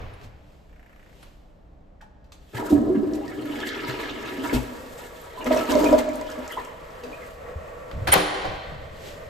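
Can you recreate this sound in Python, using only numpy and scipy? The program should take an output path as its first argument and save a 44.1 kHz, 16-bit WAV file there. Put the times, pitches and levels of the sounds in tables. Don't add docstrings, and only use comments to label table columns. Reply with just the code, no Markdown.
import sys
import numpy as np
from scipy import signal
from scipy.fft import rfft, irfft, next_fast_len
from scipy.io import wavfile
from scipy.ndimage import uniform_filter1d, map_coordinates

SR = 44100
rng = np.random.default_rng(int(sys.argv[2]) if len(sys.argv) > 2 else 0)


def transcribe(u):
    v = np.clip(np.atleast_2d(u).T, -1, 1)
    q = np.round(v * 32767).astype(np.int16)
    wavfile.write(sys.argv[1], SR, q)


N = 409688
TOP_HZ = 15850

# f/Hz, level/dB
VENT_SPECTRUM = [(12, -62), (20, 2.5), (64, 1.5), (103, -9), (174, -8), (270, -15), (310, -9.5), (337, -20),
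                 (620, -13.5), (1020, -25.5), (1110, -25), (1420, -30), (15000, -66)]
RUMBLE_SPECTRUM = [(20, -2), (50, -3), (105, 3), (170, -12.5), (300, -16.5), (900, -69), (3000, -81)]
SWISH_SPECTRUM = [(150, 7), (500, 10.5), (1200, -2), (3000, 1), (6000, -7.5), (12000, -10.5), (14500, -17),
                  (16000, -18.5)]
CLACK_SPECTRUM = [(80, -3), (300, -1.5), (700, 11), (1300, 10), (2000, 6.5), (2700, 3), (4200, 0.5),
                  (6000, -8.5), (9000, -17), (12500, -16.5), (16000, -25.5)]
# t/s, hold/s, level/dB
DOOR_SHOVES = [(-.03, .02, -37), (.22, 0.034, -45), (7.93, 0.2, -33.5), (8.452, 0.028, -37.5),
               (8.67, 0.13, -42), (8.85, 0.66, -53)]
# t/s of the peak, level/dB, time constant/s
SLEEVE_SWISHES = [(.13, -76, 0.17), (.245, -51, 0.023), (.53, -65.5, 0.15), (1.03, -68, 0.47),
                  (1.23, -56.5, 0.1), (9.08, -41.5, 0.089), (9.27, -62, 0.046)]
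# t/s, level/dB, steel ring/dB re the impact
IMPACTS = [(0.136, -53, 3), (0.213, -50, -16), (1.228, -46, 1), (2.32, -48, -13), (7.034, -50, -12),
           (7.913, -38.5, -23), (8.072, -26, -9), (8.075, -23, -3.5), (8.085, -24.5, -4),
           (8.118, -36.5, 25), (8.122, -24.5, 18.5), (8.1245, -24, 18.5), (8.127, -29, 16),
           (8.132, -17.5, 7.5), (8.139, -9, -10), (8.345, -41, -10), (8.42, -40.5, -8), (8.452, -36, -12)]
# f/Hz, level/dB, T60/s
BOLT_MODES = [(1800, -27, 0.042), (2000, -12.5, 0.016), (2060, -8.5, 0.073), (2270, -31, .04),
              (2480, -20, 0.055), (3030, -13, 0.07), (3700, -30, 0.032), (7180, -18, 0.016),
              (9260, 4, 0.014), (9300, -8, 0.024), (11650, -16, 0.0061), (12400, -17, 0.02),
              (13600, -15.5, 0.0058)]
# t/s, level/dB, rise/s
DOOR_SHUDDERS = [(8.079, -26.5, 0.00059), (8.134, -21.5, 0.0016), (8.153, -14, 0.00063),
                 (8.18, -38, 0.0012), (8.203, -31, .001), (8.324, -29.5, 0.035), (8.426, -29, 0.029),
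                 (8.505, -43, .02)]
# f/Hz, bandwidth/Hz, level/dB
PANEL_MODES = [(330, 31, -3.5), (381, 7.3, 3), (498, 59, 1.5), (646, 50, -0.5), (756, 35, 3.5),
               (984, 20, -1.5), (1056, 41, -3), (1140, 51, -5.5), (1510, 69, -6.5), (2540, 37, -18),
               (3080, 78, -11)]
# f/Hz, level/dB re the shudder, T60/s
BOOM_MODES = [(177, -3.5, 0.28), (301.5, -9.5, 0.65), (754, -37, 0.45), (1082, -23, .8), (1491, -22, .56),
              (1740, -31, 0.42), (1950, -18.5, .9), (2580, -25, .69), (3060, -31.5, 0.89),
              (3180, -27, 0.88), (3450, -26, .7), (9290, -24, .45)]
# t/s, level/dB, f/Hz
BUMPS = [(.213, -45, 423), (1.15, -53, 403), (7.558, -20.5, 73.4), (7.961, -27, 109), (8.018, -22, 101),
         (8.087, -16, 84.7), (8.461, -35, 112), (8.72, -28.5, 142.4)]
WATER_HAMMERS = [(2.545, -26, 119), (2.723, -22, 81), (2.761, -23, 125), (3.884, -26.5, 127),
                 (4.544, -17, 52.7), (4.556, -21, 123)]
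# t/s, level/dB, f/Hz, T60/s, glide/(octave/s)
HANDLE_SQUEAKS = [(2.008, -38, 1790, 0.032, -66), (2.023, -36, 863, 0.042, -4)]
# t/s, level/dB, centre f/Hz
METAL_CLICKS = [(2.012, -47, 1600), (2.243, -58, 2000), (2.321, -44, 4000), (7.036, -35, 1250)]

# t/s, splash level/dB, spray level/dB, submerged fraction
RIM_FLOW = [(2.53, -48.5, -62.5, 0.61), (2.64, -42, -58.5, 0.92), (2.76, -44.5, -53.5, 0.7),
            (2.88, -53, -64, 0.94), (3.47, -49, -57, 0.12), (3.56, -37.5, -50.5, 0.3),
            (3.72, -38.5, -59, 0.2), (3.89, -39, -52, 0.28), (4.13, -45, -57, 0.19),
            (4.3, -40.5, -53.5, 0.14), (4.52, -45, -52, 0.51), (4.7, -57.5, -53.5, 0.81),
            (5.37, -50, -58, 0.31), (5.56, -36.5, -51.5, 0.46), (5.86, -45, -44, 0.44),
            (6.08, -48.5, -58.5, 0.47), (6.6, -44.5, -55.5, 0.55), (6.76, -56.5, -66.5, 0.4),
            (7.3, -48.5, -58.5, 0.74)]
# t/s, hold/s, splash level/dB, spray level/dB
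WAVES = [(2.539, 0.022, -37, -49.5), (2.569, 0.022, -38.5, -50.5), (2.646, 0.0099, -39.5, -45.5),
         (2.688, 0.042, -54, -45.5), (2.94, 0.029, -45, -67), (3.132, .015, -65, -51.5),
         (3.59, 0.014, -54, -63), (3.652, 0.012, -56, -45.5), (3.73, 0.029, -42, -63),
         (3.865, 0.017, -35, -48), (3.985, 0.039, -37, -52.5), (4.046, 0.055, -40.5, -76),
         (4.262, 0.021, -42, -73), (4.426, 0.044, -38, -45.5), (4.487, 0.072, -37, -64),
         (4.525, 0.017, -40.5, -35.5), (4.964, 0.08, -47, -54), (5.397, 0.0042, -51, -66),
         (5.454, 0.0056, -32.5, -48.5), (5.506, 0.027, -33, -47), (5.566, 0.0068, -32.5, -46.5),
         (5.601, 0.0068, -40, -46.5), (5.684, 0.019, -31.5, -38), (5.78, .01, -41, -39.5),
         (5.852, 0.016, -33.5, -45), (5.972, 0.0068, -31, -40), (6.126, 0.0147, -60, -51),
         (6.285, 0.031, -44.5, -55), (6.496, .015, -44, -51)]
# t/s, level/dB
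WATER_SLAPS = [(3.878, -39), (4.439, -42), (4.537, -30.5), (5.47, -34), (5.524, -31.5), (5.589, -31),
               (5.706, -30.5), (5.841, -26), (5.986, -31)]
# f/Hz, level/dB
SPLASH_SPECTRUM = [(100, -21), (400, 13), (700, -0.5), (1000, -13.5), (1700, 1.5), (3000, 3.5),
                   (4500, -3.5), (7000, -12), (15000, -42)]
SPRAY_SPECTRUM = [(1000, -9), (3500, 3.5), (6000, 0), (8500, 4), (12500, 1), (14500, 0.5), (16000, -17)]
HISS_SPECTRUM = [(150, 13.5), (400, -2), (900, 7), (2000, 4), (3500, -9.5), (5500, -17), (8000, -14),
                 (14000, -20.5), (16000, -22)]
# f/Hz, bandwidth/Hz, level/dB
BOWL_MODES = [(957, 20, 0), (1211, 36, -0.5), (1282, 20, 2), (1620, 41, 5.5), (1728, 23, 0.5),
              (1887, 34, 5), (2150, 43, -9), (2737, 25, -15), (3180, 41, -16.5), (3644, 45, 3.5)]
FLOODED_TRAP_MODES = [(45, 34, -17.5), (120.8, 9.4, -6), (224, 26, -3.5), (298, 18.4, 4.5),
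                      (387, 31.7, -2.5), (440, 57, -10.5), (580, 82, -17), (650, 16.7, -10.5),
                      (757, 18, -21), (993, 49, -25), (1014, 150, -28.5)]
DRAINED_TRAP_MODES = [(53.6, 21, -11), (252.1, 8.4, 3), (303.6, 14.7, 1.5), (414, 41, -6), (515, 27, -2.5),
                      (631, 33, 0.5), (957, 18, -2.5), (1200, 190, -18)]
# t/s, hold/s, level/dB
AIR_DRAUGHTS = [(5.39, 0.078, -40), (5.452, 0.037, -32), (5.502, 0.094, -24), (5.693, 0.036, -24.5),
                (5.75, 0.066, -23.5), (5.83, 0.023, -23), (5.885, 0.033, -23.5), (5.92, 0.019, -23),
                (5.975, 0.024, -31), (6.14, 0.019, -41), (6.37, 0.024, -37), (6.56, 0.096, -48),
                (7.025, 0.099, -43.5)]
# t/s, level/dB, f/Hz, glide/(octave/s)
SURFACE_PLOPS = [(2.568, -31, 1695, 2.5), (3.278, -34.5, 1814, 3.5), (3.304, -35, 736, 0),
                 (5.375, -28.5, 982, 1.5), (5.406, -28, 966, -5.5), (5.609, -22.5, 1314, -0.5),
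                 (5.797, -20.5, 920, -3), (5.856, -26, 2465, -1.5), (6.211, -31.5, 970, 1),
                 (6.573, -27, 986, 2), (7.129, -34, 2420, 5), (7.221, -37, 2190, -13)]
# t/s, level/dB, f/Hz
TRAP_GULPS = [(2.704, -16, 320), (2.726, -4, 287.3), (2.788, -17.5, 239), (2.805, -18, 282),
              (2.845, -19, 303), (2.898, -11.5, 372), (2.953, -13.5, 287), (2.968, -16, 217.5),
              (3.028, -17.5, 370), (3.07, -17.5, 302), (3.13, -20.5, 304), (3.499, -22.5, 292),
              (4.384, -21.5, 266.5), (4.44, -24, 284), (4.543, -15.5, 254), (5.469, -17.5, 256),
              (5.508, -7, 630), (5.562, -11.5, 629), (5.688, -19, 261), (5.72, -16.5, 297),
              (5.75, -14.5, 258), (5.752, -7, 602), (5.807, -13, 298), (5.84, -16.5, 301),
              (5.88, -18, 254.7), (5.912, -12, 297), (5.927, -1.5, 612), (6.04, -28, 256),
              (6.083, -20, 634), (6.095, -25, 294), (6.14, -29, 257.5), (6.385, -30, 257),
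              (7.036, -27, 480)]
# t/s, level/dB, centre f/Hz
DROPLETS = [(3.135, -36.5, 4670), (3.28, -39.5, 4840), (3.456, -40.5, 12300), (3.603, -29.5, 3580),
            (3.672, -31, 4800), (3.69, -30.5, 3940), (3.752, -41, 3360), (4.032, -40, 4500),
            (5.216, -40, 11700), (5.444, -34, 7900), (5.546, -29, 8150), (5.563, -32.5, 5500),
            (5.573, -27, 6000), (5.655, -39.5, 6500), (5.68, -37.5, 12500), (5.72, -22, 4800),
            (5.753, -26.5, 4600), (5.774, -34, 9000), (5.844, -30.5, 7000), (5.93, -34, 5000),
            (5.989, -29, 7250), (6.09, -40, 6680), (6.156, -34.5, 8700), (6.212, -35.5, 5800),
            (6.269, -45, 4000), (6.301, -36, 7600), (6.317, -36, 5070), (6.478, -34, 6320),
            (6.522, -33, 11000), (6.649, -40, 7500)]
# t/s, duration/s, level/dB, first f/Hz, last f/Hz
SHRINKING_POCKETS = [(3.168, .078, -37.5, 346, 1207), (5.463, 0.0133, -25, 900, 1510),
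                     (5.708, 0.025, -23.5, 882, 1286), (6.568, 0.014, -23, 850, 1185)]
# t/s, level/dB per bubble, centre f/Hz
FROTH_CLUMPS = [(3.61, -35.5, 3300), (3.735, -33, 2950), (3.88, -32, 1470), (4.02, -41, 1740),
                (4.27, -34, 1290), (5.41, -37, 2660), (5.515, -30, 2100), (5.567, -32, 2520),
                (5.703, -32, 1720), (5.85, -31, 2300), (5.98, -37, 2000), (6.085, -38, 2090),
                (6.2, -45, 1940), (6.265, -46, 3280), (6.287, -31, 1270), (6.492, -34, 1830),
                (6.515, -35, 3210), (6.578, -35, 1950), (6.615, -47, 2250)]
# t/s, level/dB
REFILL_LEVELS = [(4.4, -46), (4.75, -41.5), (5.3, -47), (6.7, -45), (7.3, -42), (7.8, -40), (8.7, -43),
                 (9.29, -43)]
# f/Hz, bandwidth/Hz, level/dB
LOW_WATER_MODES = [(234, 14, -31), (489, 48, 5), (571, 42, 2), (636, 40, 2.5), (1145, 32, -1.5),
                   (1328, 22, -3.5), (1875, 36, -8.5), (2485, 81, -23)]
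HIGH_WATER_MODES = [(472, 56, 3.5), (590, 55, 5.5), (658, 25, 5.5), (997, 40, -10.5), (1146, 94, -6.5),
                    (1530, 40, -12), (1860, 50, -5.5), (2080, 78, -15.5)]

# f/Hz, T60/s
ROOM_T60 = [(100, 2.14), (300, 0.96), (700, 1.59), (2000, 1.73), (4000, 1.65), (7000, 1.01), (12000, 0.17)]
# f/Hz, correlation (clipped to -1..1 in use)
CORRELATION = [(60, 0.93), (300, 0.71), (640, 0.16), (1300, 0.00013), (2400, 0.33), (4400, 0.62),
               (6000, 0.57), (7600, 1), (8800, -0.62), (9600, -1.04), (10500, -0.97), (11400, -0.11),
               (13000, 1), (15000, -1.1)]


def amp(db):
    return 10 ** (np.asarray(db) / 20)


def unit(x):
    return x / np.sqrt(np.mean(x ** 2) + 1e-20)


def along(points, hz):
    f, v = np.transpose(points)
    return np.interp(np.log(hz + 1), np.log(f), v)


def curves(rows):
    s, *cols = np.transpose(rows)
    t = np.arange(N) / SR
    outside = np.abs(t - np.clip(t, s[0], s[-1]))
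    return [np.interp(t, s, c) - 100 * outside for c in cols]


def wobble(rate):
    knots = rng.standard_normal(2048)
    grid = np.arange(0, N, 32)
    return np.interp(np.arange(N), grid, map_coordinates(knots, [grid * rate / SR], mode="wrap"))


def filtered(x, response):
    m = next_fast_len(N + SR // 2, True)
    return irfft(rfft(x, m) * response(np.fft.rfftfreq(m, 1 / SR)), m)[..., :N]


def coloured(x, spectrum):
    return unit(filtered(x, lambda hz: amp(along(spectrum, hz))))


def resonate(x, modes):
    def response(f):
        return sum((-1) ** k * amp(db) * 1j * f * width / (hz * hz - f * f + 1j * f * width)
                   for k, (hz, width, db) in enumerate(modes))
    return unit(filtered(x, response))


def noise():
    return rng.standard_normal((2, N))


def fade(t, t60):
    return np.exp(-np.log(1000) * t / t60)


def add(track, s, sound):
    part = track[..., max(round(s * SR), 0):][..., :sound.shape[-1]]
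    part += sound[..., :part.shape[-1]]


def swells(rows, rise, t60, sag_db_per_s=0):
    gain = np.zeros(N)
    for s, hold, db in rows:
        t = np.arange(int((rise + hold + 2 * t60) * SR)) / SR
        release = fade(np.maximum(t - rise - hold, 0), t60)
        add(gain, s, np.minimum(t / rise, 1) * amp(db - sag_db_per_s * t) * release)
    return gain


def ping(hz, t60, glide=0, attack=0.00071):
    t = np.arange(int(t60 * SR)) / SR
    phase = 2 * np.pi * np.cumsum(hz * 2 ** np.clip(glide * t, -1, 1)) / SR
    return np.sin(phase) * fade(t, t60) * (1 - np.exp(-t / attack))


def snap(hz, t60, octaves=.25):
    t = np.arange(SR // 16) / SR
    edges = np.minimum(hz * 2 ** (octaves * np.array([-1, 1])), [TOP_HZ / 2 * np.sqrt(2), TOP_HZ])
    band = signal.butter(1, edges, "band", fs=SR, output="sos")
    return unit(signal.sosfilt(band, rng.standard_normal(len(t)))) * fade(t, t60)


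def stall(x, walls_db, t60=0.17):
    t = np.arange(SR // 4) / SR
    echoes = rng.standard_normal((2, len(t))) * fade(t, t60) * (t > .002)
    echoes *= amp(walls_db) / np.linalg.norm(echoes[0])
    echoes[0, 0] = 1
    echoes[1] *= np.sqrt(1 + amp(-walls_db))
    return signal.oaconvolve(x[None], echoes, axes=1)[:, :N] / np.hypot(1, amp(walls_db))


def restroom(x):
    hz, t, z = signal.stft(rng.standard_normal((2, 3 * SR // 2)), SR, nperseg=256)
    decaying = z * fade(t, along(ROOM_T60, hz)[:, None]) * (1 - np.exp(-t / 0.006))
    tail = signal.istft(decaying, SR, nperseg=256)[1]
    return signal.fftconvolve(x[:1], tail / np.linalg.norm(tail[0]), axes=1)[:, :N]


def vent():
    return amp(-51.5) * coloured(noise(), VENT_SPECTRUM)


def door():
    t = np.arange(N) / SR
    ring_spectrum = [(150, -12), (450, 7.0), (900, 2.5), (2500, -5.5), (5000, -20.0), (8000, -30.5)]
    ringing = coloured(noise(), ring_spectrum) * amp(-43.5) * fade(t, t60=1.42)
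    rumble = coloured(noise(), RUMBLE_SPECTRUM) * swells(DOOR_SHOVES, rise=0.0055, t60=0.62)
    return ringing + rumble


def sleeves():
    t = np.arange(N) / SR
    brushing = sum(amp(db) * np.exp(-np.abs(t - s) / width) for s, db, width in SLEEVE_SWISHES)
    return coloured(noise(), SWISH_SPECTRUM) * brushing


def hardware():
    force, edge, steel = np.zeros((3, N))
    t = np.arange(SR // 2) / SR
    for s, db, ring_db in IMPACTS:
        decay = fade(t, t60=0.022) + amp(-11) * fade(t, t60=0.4)
        add(force, s, amp(db) * decay * (1 - np.exp(-t / 0.00018)))
        add(edge, s, amp(11 + 2 * db) * snap(12400, t60=0.009))
        for hz, mode_db, t60 in BOLT_MODES:
            add(steel, s, amp(db + ring_db + mode_db) * ping(hz, t60, attack=0.00036))
    shake = sum(swells([(s, 0, db)], rise, t60=0.2) for s, db, rise in DOOR_SHUDDERS)
    panel = coloured(resonate(noise(), PANEL_MODES), [(3000, -2.5), (12000, -14)])
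    clack = force * coloured(noise(), CLACK_SPECTRUM)
    return clack + edge + shake * panel + stall(steel, walls_db=4.0, t60=0.035)


def thuds():
    track = np.zeros(N)
    for blows, t60 in (WATER_HAMMERS, 0.22), (BUMPS, 0.12):
        for s, db, hz in blows:
            add(track, s, amp(db) * ping(hz, t60, attack=0.0036))
    for s, db, rise in DOOR_SHUDDERS:
        for hz, mode_db, t60 in BOOM_MODES:
            add(track, s, amp(db + mode_db) * ping(hz, t60, attack=rise + 0.0036))
    return stall(track, walls_db=-6, t60=.15)


def creak(db=-53, slip_hz=30):
    force, t = np.zeros(N), np.arange(SR // 4) / SR
    slips = np.arange(.695, 1.14, 1 / slip_hz)
    for s, size in zip(slips, np.hamming(len(slips)) ** 0.18):
        add(force, s, size * amp(db) * (0.6 * fade(t, t60=0.03) + 0.3 * fade(t, t60=0.23)))
    return force * coloured(noise(), [(900, -1), (1800, 9.5), (2900, -1.0), (3800, -21), (9000, -18)])


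def handle():
    track = np.zeros(N)
    for s, db, hz, t60, glide in HANDLE_SQUEAKS:
        add(track, s, amp(db) * ping(hz, t60, glide))
    for s, db, hz in METAL_CLICKS:
        add(track, s, amp(db) * snap(hz, t60=.035, octaves=.75))
    return stall(track, walls_db=0.5, t60=0.2)


def bubbles(centre_hz, octaves, cycles, scatter_db, count=6000):
    when, pitch, size = rng.random((3, count, 1))
    hz = np.minimum(centre_hz * 2 ** (octaves * (2 * pitch - 1)), TOP_HZ)
    t = np.arange(min(int(3 * cycles * SR / centre_hz), 400)) / SR
    age = hz * t / cycles
    strength = amp(-scatter_db * np.log(size + 0.0012))
    grains = strength * np.exp(-3 * age) * np.sin(2 * np.pi * hz * t * (1 + 0.15 * np.minimum(age, 2)))
    onsets = np.interp(when, [0, 1], [RIM_FLOW[0][0], RIM_FLOW[-1][0]])
    at = (onsets * SR).astype(int) + np.arange(len(t))
    cloud = np.bincount(at.ravel(), grains.ravel(), N)[:N]
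    return cloud / cloud[at.min():at.max()].std()


def sloshing(x, depth_db):
    z = signal.stft(x, nperseg=512)[2]
    field = uniform_filter1d(rng.standard_normal(z.shape[1:]), size=10, axis=0)
    field = uniform_filter1d(field, size=12, axis=1)
    return unit(signal.istft(z * amp(depth_db * unit(field)), nperseg=512)[1][:, :N])


def wash():
    splash_db, spray_db, submerged = curves(RIM_FLOW)
    under = np.clip(submerged, 0, 1)
    waves = swells([(s, hold, db) for s, hold, db, _ in WAVES], rise=0.013, t60=0.16)
    thrown = swells([(s, hold, db) for s, hold, _, db in WAVES], rise=0.013, t60=0.16)
    smacks = swells([(s, 0, db) for s, db in WATER_SLAPS], rise=0.0027, t60=0.056)
    froth = stall(bubbles(centre_hz=2315, octaves=1.632, cycles=12, scatter_db=2.4), walls_db=-5)
    churn = sloshing(froth + amp(-9.5) * noise(), depth_db=1.9)
    bright = unit(coloured(churn, SPLASH_SPECTRUM) + amp(-3.5) * resonate(churn, BOWL_MODES))
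    dull = coloured(bright, [(400, 12.5), (1000, 15.0), (1900, 1), (2600, -29.0), (5000, -27)])
    splash = under * dull + (1 - under) * bright
    splash *= np.hypot(amp(splash_db), waves) * amp(1.3 * wobble(70))
    mist = stall(bubbles(centre_hz=7560, octaves=1.25, cycles=6, scatter_db=4.2), walls_db=-1)
    spray = coloured(mist + amp(7.0) * noise(), SPRAY_SPECTRUM)
    spray *= np.hypot(amp(spray_db), thrown) * amp(1.6 * wobble(90))
    slap_spectrum = [(200, -9), (900, 3.5), (3000, 6.5), (7000, 0.0), (13000, -10.5), (16000, 5.5)]
    spatter = coloured(noise() * amp(1.9 * wobble(700)), slap_spectrum)
    return splash + spray + smacks * spatter


def trap(open_s=2.53, shut_s=4.52):
    running = swells([(open_s, shut_s - open_s, -37), (shut_s, 0, -22)], rise=0.018, t60=0.16)
    siphon = swells([(2.705, 0.465, -20.5)], rise=0.018, t60=0.16, sag_db_per_s=27.5)
    turbulence = coloured(noise(), [(60, -2.0), (200, -5.5), (1000, 5.0), (2000, -16.0)])
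    jet = resonate(turbulence, FLOODED_TRAP_MODES)
    jet = unit(jet * amp(1.83 * wobble(70) + 1.36 * wobble(12))) * np.hypot(running, siphon)
    air = unit(resonate(noise(), DRAINED_TRAP_MODES) * amp(1.04 * wobble(35)))
    return jet + air * swells(AIR_DRAUGHTS, rise=0.0098, t60=0.18)


def gulps(gulp_cycles=58.6):
    big, small, ticks = np.zeros((3, N))
    for s, db, hz in TRAP_GULPS:
        add(big, s, amp(db) * ping(hz, gulp_cycles / hz, glide=0.043, attack=0.0021))
    for s, db, hz, glide in SURFACE_PLOPS:
        t60 = 0.1 * (1000 / hz) ** 0.25
        add(small, s, amp(db) * ping(hz, t60, glide, attack=0.00046))
    for s, db, hz in DROPLETS:
        add(ticks, s, amp(db) * snap(hz, t60=0.015))
    deep = stall(big, walls_db=-9, t60=.2)
    surface = stall(small + slurps() + clumps(), walls_db=-4, t60=.13)
    return deep + surface + stall(ticks, walls_db=-7, t60=.1)


def slurps(rough_db=4, jitter=0.099):
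    track = np.zeros(N)
    for s, length, db, first_hz, last_hz in SHRINKING_POCKETS:
        u = np.linspace(0, 1, int(length * SR))
        shiver = np.interp(u, np.linspace(0, 1, 10), rng.standard_normal(10))
        hz = first_hz * (last_hz / first_hz) ** u * (1 + jitter * shiver)
        arch = np.sqrt(np.abs(np.sin(np.pi * u)))
        add(track, s, amp(db) * arch * np.sin(2 * np.pi * np.cumsum(hz) / SR))
    return track * amp(rough_db * wobble(350))


def clumps(count=6, scatter_s=.018, octaves=0.176):
    track = np.zeros(N)
    for s, db, centre_hz in FROTH_CLUMPS:
        for delay, pitch in rng.random((count, 2)):
            hz = centre_hz * 2 ** (octaves * (2 * pitch - 1))
            add(track, s + scatter_s * delay, amp(db) * ping(hz, t60=0.031))
    return track


def refill(rising_s=7.78, filled_s=8.7):
    full = np.interp(np.arange(N) / SR, [rising_s, filled_s], [0, 1])
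    low = np.sqrt(1 - full) * resonate(noise(), LOW_WATER_MODES)
    high = np.sqrt(full) * resonate(noise(), HIGH_WATER_MODES)
    hiss = amp(-6.5) * coloured(noise(), HISS_SPECTRUM)
    return unit(low + high + hiss) * amp(curves(REFILL_LEVELS)[0] + 1.23 * wobble(22))


def scene():
    def mid_side_gains(hz):
        angle = np.arccos(np.clip(along(CORRELATION, hz), -1, 1)) / 2
        return np.array([np.cos(angle), np.sin(angle)])
    water = wash() + trap() + gulps()
    clack = hardware() + handle()
    near = water + clack + refill() + thuds() + door() + sleeves() + creak() + vent()
    tail = restroom(amp(-13.0) * water + amp(-11.5) * clack)
    mid, side = filtered(near + tail, mid_side_gains)
    return amp(1.5) * np.array([mid + side, mid - side])


def record(dry, threshold_db=-8, recovery_db_per_s=16):
    power = np.abs(uniform_filter1d(np.mean(dry ** 2, axis=0), size=160))
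    over_db = np.maximum(10 * np.log10(power + 1e-12) - threshold_db, 0)
    ramp = recovery_db_per_s * np.arange(N) / SR
    duck_db = uniform_filter1d(np.maximum.accumulate(over_db + ramp) - ramp, size=64)
    held = dry * amp(-duck_db)
    rounded = held / (1 + (held / .8) ** 4) ** .25
    return filtered(rounded, lambda hz: hz < TOP_HZ)


dry = scene()
out = record(dry)
transcribe(out)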